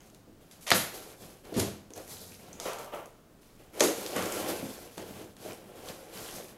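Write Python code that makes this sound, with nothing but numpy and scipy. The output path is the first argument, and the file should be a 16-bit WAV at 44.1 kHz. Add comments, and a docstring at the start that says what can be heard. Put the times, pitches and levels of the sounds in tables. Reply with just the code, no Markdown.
"""Unwrapping a long cardboard box

A knife slits the thick paper wrapping of a long cardboard box that lies in an open carton, in a bare room.
The taped paper gives way with sharp snaps, the box drops back with a hollow thud, then hands rip the
wrapping open and drag it off, scraping and crinkling. Friction is random slips in clumps, coloured by the
sheet; snaps and blows are short noise bursts through resonators, the blows with ringing low sines.
All of these get a dense synthetic room tail, over a quiet noise floor."""
import sys
import numpy as np
from scipy import signal
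from scipy.fft import rfft, irfft, next_fast_len
from scipy.io import wavfile
from scipy.ndimage import map_coordinates

SR = 44100
rng = np.random.default_rng(int(sys.argv[2]) if len(sys.argv) > 2 else 0)


def wav_record(signal):
    """Record a signal, one row per channel, as 16-bit PCM in the file named by sys.argv[1]."""
    frames = np.transpose(np.atleast_2d(signal))
    bounded = np.clip(frames, -1, 1)
    # unit amplitude maps onto the largest positive 16-bit level
    quanta = np.round(bounded * 32767).astype(np.int16)
    wavfile.write(sys.argv[1], SR, quanta)


N = 289869


def amp(db):
    """Decibels to gain."""
    return 10 ** (np.asarray(db) / 20)


def unit(x):
    """Scale to rms 1."""
    return x / np.sqrt(np.mean(x ** 2) + 1e-20)


def normed(x):
    """Scale to energy 1."""
    return x / np.linalg.norm(x)


def along(points, hz):
    """Interpolate (hz, value) points on a log frequency axis."""
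    f, v = np.transpose(points)
    return np.interp(np.log(hz + 1), np.log(f), v)


def filtered(x, response):
    """Multiply the spectrum of x by a response of frequency."""
    m = next_fast_len(len(x) + 8192)
    hz = np.fft.rfftfreq(m, 1 / SR)
    return irfft(rfft(x, m) * response(hz), m)[:len(x)]


def coloured(x, spectrum):
    """Filter x by (hz, gain_db) points."""
    return filtered(x, lambda hz: amp(along(spectrum, hz)))


def resonance(f, centre, q):
    """Response of one damped resonator, gain 1 at its centre."""
    return 1j * f * centre / (q * (centre ** 2 - f ** 2) + 1j * f * centre)


def wobble(knots_per_s):
    """Smooth random curve through normally distributed knots."""
    knots = rng.standard_normal(int(N * knots_per_s / SR) + 4)
    return map_coordinates(knots, [np.arange(N) * knots_per_s / SR])


def add(track, start_s, x):
    """Mix x into the track at start_s."""
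    start = max(round(start_s * SR), 0)
    track[start:start + len(x)] += x[:max(N - start, 0)]


# reverberation time of the room: hz, t60_s
ROOM_T60 = [(100, 0.46), (400, 0.48), (1500, 0.52), (5000, 0.46), (9000, 0.38), (15000, 0.46)]


def walls(build_s=0.0047, early_db=-11, count=6):
    """Room answer at energy 1, new each call: echoes off the carton's sides plus a dense decaying tail."""
    hz, t, z = signal.stft(rng.standard_normal(SR * 3 // 4), SR, nperseg=256)
    decay = amp(-60 * t / along(ROOM_T60, hz)[:, None])
    tail = signal.istft(z * decay, SR, nperseg=256)[1]
    tail = normed(tail * (1 - np.exp(-np.arange(len(tail)) / SR / build_s)))
    delays_s = rng.uniform(.001, .016, count)
    tail[(delays_s * SR).astype(int)] += amp(early_db) * rng.uniform(-0.61, 1, count)
    return normed(tail)


def in_room(x, wet_db):
    """Direct sound plus the walls' answer."""
    answer = amp(wet_db) * walls()
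    answer[0] += 1
    return signal.fftconvolve(x, answer)


def burst(life_s, response, wet_db):
    """Dying noise puff, direct energy that of rms 1 held for life_s, plus an equally filtered room tail."""
    tail = normed(filtered(walls(), response))
    t = np.arange(len(tail)) / SR
    puff = rng.standard_normal(len(t)) * np.exp(-t / life_s)
    direct = normed(filtered(puff, response))
    return (direct + amp(wet_db) * tail) * np.sqrt(life_s * SR)


def slips(n, rate_per_s, spread_db):
    """Random impulses at random moments, sizes spread log-normally and clipped, at rms 1."""
    sizes = amp(spread_db * np.clip(rng.standard_normal(n), -2, 2)) * rng.choice([-1, 1], n)
    return unit(sizes * (rng.random(n) < rate_per_s / SR))


def friction(spectrum, rate_per_s, spread_db, judder_db, wet_db, count=2):
    """Stick-slip at several spots, at rms 1: slips clump with a shared grip and the room blurs them."""
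    grip = amp(judder_db * np.tanh(wobble(70)) + judder_db * np.tanh(wobble(400)))
    spots = np.zeros(N)
    for _ in range(count):
        spot = slips(N, rate_per_s / count, spread_db) * grip
        spots += in_room(spot, wet_db)[:N]
    return unit(coloured(spots, spectrum))


RELEASE_DB_PER_S = 136


def stroke(start_s, rise_s, length_s, swell_db):
    """Gain of one hand movement: linear take-hold, even dB swell or fade, then release."""
    t = np.arange(N) / SR - start_s
    swell = swell_db * np.clip(t / length_s, 0, 1)
    release = RELEASE_DB_PER_S * np.maximum(t - length_s, 0)
    return np.clip(t / rise_s, 0, 1) * amp(swell - release)


UNEVEN_DB, UNEVEN_KNOTS_PER_S = 0.86, 22  # the pull is never quite steady


def effort(strokes):
    """Power-summed stroke gains: the level first, then one gain per column set against it."""
    power = 0
    for start_s, rise_s, length_s, level_db, swell_db, *offsets_db in strokes:
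        gains = amp(level_db + np.array([0, *offsets_db]))[:, None]
        power = power + (gains * stroke(start_s, rise_s, length_s, swell_db)) ** 2
    return np.sqrt(power) * amp(UNEVEN_DB * wobble(UNEVEN_KNOTS_PER_S))


# background noise colour: hz, gain_db
AMBIENCE_COLOUR = [(12, -50), (20, -3), (70, -10), (122, -7), (207, -8.5), (289, -8.5), (581, -16),
                   (631, -15.5), (1010, -23), (1100, -21.5), (2210, -30), (15500, -36.5)]


def ambience():
    """Steady room floor: noise weighted to the low end."""
    return amp(-58) * unit(coloured(rng.standard_normal(N), AMBIENCE_COLOUR))


def crinkle(rate_per_s, spread_db):
    """Creases popping at rms 1, each a damped sine ringing a few cycles at its own pitch."""
    out, t = np.zeros(N), np.arange(256) / SR
    for when, pitch, size in rng.random((int(rate_per_s * N / SR), 3)):
        hz = 2000 * 6 ** pitch
        pop = np.sin(2 * np.pi * hz * t) * np.exp(-t * hz / 2) * np.sqrt(hz)
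        add(out, when * N / SR, amp(spread_db * size ** 2) * pop)
    return unit(in_room(out, wet_db=0)[:N])


# drags of the wrapping: start_s, rise_s, length_s, level_db, swell_db (over the stroke),
# hiss_re_level_db, flap_re_level_db
DRAGS = [(0, 0.0018, 0.15, -57.5, -15.5, 1, -12), (.40, 0.0074, 0.51, -68.5, 9.5, -3, -2),
         (.92, .02, 0.21, -47, -7, -1.5, -18), (1.19, 0.033, .18, -50.5, -10, -2.5, -1),
         (1.432, 0.022, 0.13, -50, -2.5, -9, -7), (1.95, 0.013, 0.056, -49.5, -1, -3, -8),
         (2.06, 0.054, 0.29, -53.5, -7.5, 6.5, 0.5), (2.385, .01, 0.2, -55.5, -1, -3, 0.5),
         (3.41, .01, 0.14, -72.5, 1, 7.5, -9), (3.585, .01, 0.13, -59, -4.5, -6.5, -6.5),
         (3.72, 0.022, 0.1, -54, 18, -8, -23), (3.95, 0.032, 0.23, -43, 2.5, -3.5, -8.5),
         (4.15, 0.016, .36, -38.5, 3.5, -7.5, -14), (4.53, 0.025, 0.52, -43, -17, -2.5, -8),
         (4.97, 0.0041, 0.25, -49, 0.5, -5.5, -2.5), (5.35, .13, 0.16, -49.5, 5, -3.5, -7.5),
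         (5.55, 0.028, 0.28, -55, -1, -12, -4), (5.72, 0.055, 0.64, -53.5, 1, -5.5, -11.5),
         (5.85, 0.045, 0.047, -46, 0, -2.5, -6), (6.1, 0.074, 0.31, -48.5, -2, 2.5, -3.5),
         (6.47, 0.018, 0.28, -55, -7, -31, -4)]
# friction colours of flapping sheet, drumming sheet, rasping edges, smooth faces: hz, gain_db
FLAP_COLOUR = [(45, -28.5), (80, -2.5), (98, 2.5), (125, -4.5), (160, 0.5), (205, 3), (260, -1.5),
               (400, -28.5)]
DRUM_COLOUR = [(130, -38), (230, -12.5), (300, 1.5), (365, 4), (430, 3), (510, 2), (660, -1.5), (800, -5),
               (1000, -25.5), (1800, -48.5)]
RASP_COLOUR = [(400, -50), (650, -5.5), (900, 2), (1300, -1), (2000, -3), (3200, -4), (4200, -16.5),
               (8000, -53)]
HISS_COLOUR = [(2000, -49), (3400, -5), (4300, -3.5), (5400, -3), (6500, -1.5), (8500, -5), (11500, -1.5),
               (13000, -3.5), (15500, -20)]
RASP_DB, RASP_HISS_SHARE = -4.5, 0.26  # share 0 follows the drumming, 1 the hiss
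CREASE_RE_HISS_DB = -7


def sliding():
    """The dragged sheet flaps, drums at low resonances, rasps over edges, hisses on smooth faces."""
    pull, hissing, flapping = effort(DRAGS)
    rasping = amp(RASP_DB) * pull ** (1 - RASP_HISS_SHARE) * hissing ** RASP_HISS_SHARE
    flap = flapping * friction(FLAP_COLOUR, rate_per_s=400, spread_db=0.5, judder_db=4, wet_db=-4)
    drum = pull * friction(DRUM_COLOUR, rate_per_s=700, spread_db=5, judder_db=3, wet_db=3)
    rasp = rasping * friction(RASP_COLOUR, rate_per_s=900, spread_db=3.5, judder_db=1, wet_db=3)
    hiss = hissing * friction(HISS_COLOUR, rate_per_s=4000, spread_db=12, judder_db=5.5, wet_db=8.5)
    creases = hissing * amp(CREASE_RE_HISS_DB) * crinkle(rate_per_s=60, spread_db=6.5)
    return flap + drum + rasp + hiss + creases


# bursts of tearing and scraping; the one at 0.745 s is a short bright hiss near 11.5 kHz:
# start_s, length_s, level_db (before trim and colour), centre_hz
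BURSTS = [(0.514, 0.012, -47.5, 7000), (0.608, .025, -44.5, 10000), (0.666, 0.018, -29.5, 3250),
          (0.721, 0.033, -45, 2200), (0.745, 0.021, -19.5, 11500), (1.54, 0.088, -39.5, 3180),
          (1.567, 0.039, -32, 7520), (2.604, 0.097, -42, 5470), (2.659, .07, -44.5, 1190),
          (3.796, 0.0042, -23, 5900), (3.819, 0.031, -23.5, 7500), (4.156, 0.026, -32.5, 1400)]
# fibres and tape giving way: start_s, level_db (before trim and colour), centre_hz, sharpness_q
SNAPS = [(.1, -52, 5500, 1), (.147, -47.5, 5500, 1), (.512, -44.5, 4000, 0.73), (0.7045, -14.5, 2900, .6),
         (0.7153, -13, 4000, 1.9), (0.7162, -20.5, 1350, 5), (0.7174, -14.5, 1910, 3.2),
         (0.7214, -14, 4240, 2.6), (1.452, -53, 3000, 0.4), (1.547, -44, 3500, .6),
         (1.5966, -24.5, 7400, 0.29), (1.6002, -19, 6800, 0.56), (1.905, -46, 5000, 0.6),
         (1.936, -37.5, 6300, 6), (1.977, -37, 9000, 0.75), (2.078, -40, 9000, 0.52),
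         (2.53, -38.5, 6630, 8), (2.6, -29.5, 5600, 2.6), (2.733, -34, 10000, 0.76),
         (2.786, -38, 6840, 0.51), (3.058, -44, 8000, 1), (3.8056, -13.5, 6500, 10),
         (3.8072, -14.5, 2300, 0.85), (4.063, -29, 5000, 2), (4.164, -27.5, 9700, 1.6),
         (4.224, -31, 4830, 2.1), (4.2575, -31.5, 7600, 2.3), (4.3227, -27.5, 7450, 3),
         (4.98, -35, 1990, .5), (5.367, -45.5, 3200, 0.45), (5.887, -35, 4530, 1.3)]
# colour of all bursts and snaps: hz, gain_db
PAPER_COLOUR = [(100, -16), (500, 13), (1000, 3), (1600, -1), (3000, -2.5), (5300, -5), (6500, -2.5),
                (8500, -6), (11500, -2.5), (13000, -6.5), (15500, -25)]
BURST_TRIM_DB, SNAP_TRIM_DB = -7.5, 1.0


def bursts_and_snaps(count=3):
    """A burst is a run of small random impulses; a snap is one big puff, ringing a stiff patch of paper."""
    out = np.zeros(N)
    for start_s, length_s, level_db, centre_hz in BURSTS:
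        n = int(length_s * SR)
        gain = amp(level_db + BURST_TRIM_DB) / np.sqrt(count)
        for _ in range(count):
            impulses = np.pad(slips(n, rate_per_s=1700, spread_db=8.5), (0, n))
            run = unit(filtered(impulses, lambda f: resonance(f, centre_hz, q=0.69)))
            add(out, start_s, in_room(gain * run, wet_db=4.5))
    for start_s, level_db, centre_hz, q in SNAPS:
        snap = burst(life_s=0.0017, response=lambda f: resonance(f, centre_hz, q), wet_db=-2)
        add(out, start_s, amp(level_db + SNAP_TRIM_DB) * snap)
    return coloured(out, PAPER_COLOUR)


# blows on the cardboard: start_s, level_db (before bass cut), centre_hz, ring_re_level_db (before trim)
KNOCKS = [(0.274, -53, 262, -6.5), (0.7162, -26, 200, -15), (0.718, -27, 596, -9), (1.523, -37.5, 378, -7),
          (1.563, -23.5, 230, -14), (1.578, -28.5, 104, -3), (1.583, -27, 430, -13.5),
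          (1.905, -44.5, 402, -20), (1.972, -44, 530, -14), (3.808, -16.5, 425, -28),
          (3.846, -25.5, 346, -19), (4.164, -31, 222, -12), (4.44, -37, 259, -15), (4.627, -31, 236, -23),
          (4.978, -35.5, 423, -14), (5.21, -42.5, 300, -12), (5.448, -41, 410, -15),
          (6.400, -40.5, 423, -32)]
# low resonances of carton and room: hz, level_db (before weighting by nearness to the blow), t60_s
BOOM = [(101.5, -1.5, 0.48), (203.6, -5, 0.56), (317.7, 1, 0.43), (354, -2, 0.33), (497, -0.5, 0.3),
        (543, -19.5, 0.71), (669, -1.5, 0.43)]
RING_TRIM_DB, RING_RISE_S = 8, 0.0017


def knocks():
    """Each blow bends a cardboard panel, which dies fast and wakes the nearby low resonances."""
    out, t = np.zeros(N), np.arange(SR) / SR
    for start_s, level_db, centre_hz, ring_db in KNOCKS:
        blow = burst(life_s=0.0084, response=lambda f: resonance(f, centre_hz, q=1.18) ** 2, wet_db=3)
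        add(out, start_s, amp(level_db) * blow)
        ring = np.zeros(len(t))
        for hz, mode_db, t60_s in BOOM:
            nearness = abs(resonance(hz, centre_hz, q=1.0))
            ring += nearness * amp(mode_db - 60 * t / t60_s) * np.sin(2 * np.pi * hz * t)
        ring *= 1 - np.exp(-t / RING_RISE_S)
        add(out, start_s, amp(level_db + ring_db + RING_TRIM_DB) * ring)
    # a small panel radiates little deep bass
    return coloured(out, [(45, -14), (85, -3)])


# shoves of the wrapping along the box: start_s, rise_s, length_s, groan_db, swell_db (over the stroke),
# hiss_re_groan_db
SHOVES = [(2.575, 0.028, 0.074, -48.5, 2.5, -5), (2.652, 0.0064, 0.052, -32, -5.5, -23),
          (2.77, .03, 0.078, -46, 1.5, -7), (2.915, 0.023, 0.076, -39, -2, -20.5)]
# colour of the hollow groan: hz, gain_db
GROAN_COLOUR = [(110, -14.5), (250, -9.5), (340, -7), (450, 0.5), (620, 0.5), (880, -5), (1100, -4.5),
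                (1300, -5.5), (1650, -16), (3000, -16), (4500, -30.5)]


def pushing():
    """Pressed hard, the stiff wrapping chatters on the box with a hollow groan."""
    groaning, hissing = effort(SHOVES)
    groan = groaning * friction(GROAN_COLOUR, rate_per_s=450, spread_db=2, judder_db=1.5, wet_db=3.5)
    hiss = hissing * friction(HISS_COLOUR, rate_per_s=1300, spread_db=6, judder_db=14, wet_db=1)
    return groan + hiss


def scene():
    """Paper and box over the quiet floor of the room, one channel."""
    return (ambience() + sliding() + bursts_and_snaps() + knocks() + pushing())[None]


TOP_HZ = 15800


def record(dry):
    """Remove everything at and above the band limit."""
    return np.array([filtered(channel, lambda hz: hz < TOP_HZ) for channel in dry])


dry = scene()
out = record(dry)
wav_record(out)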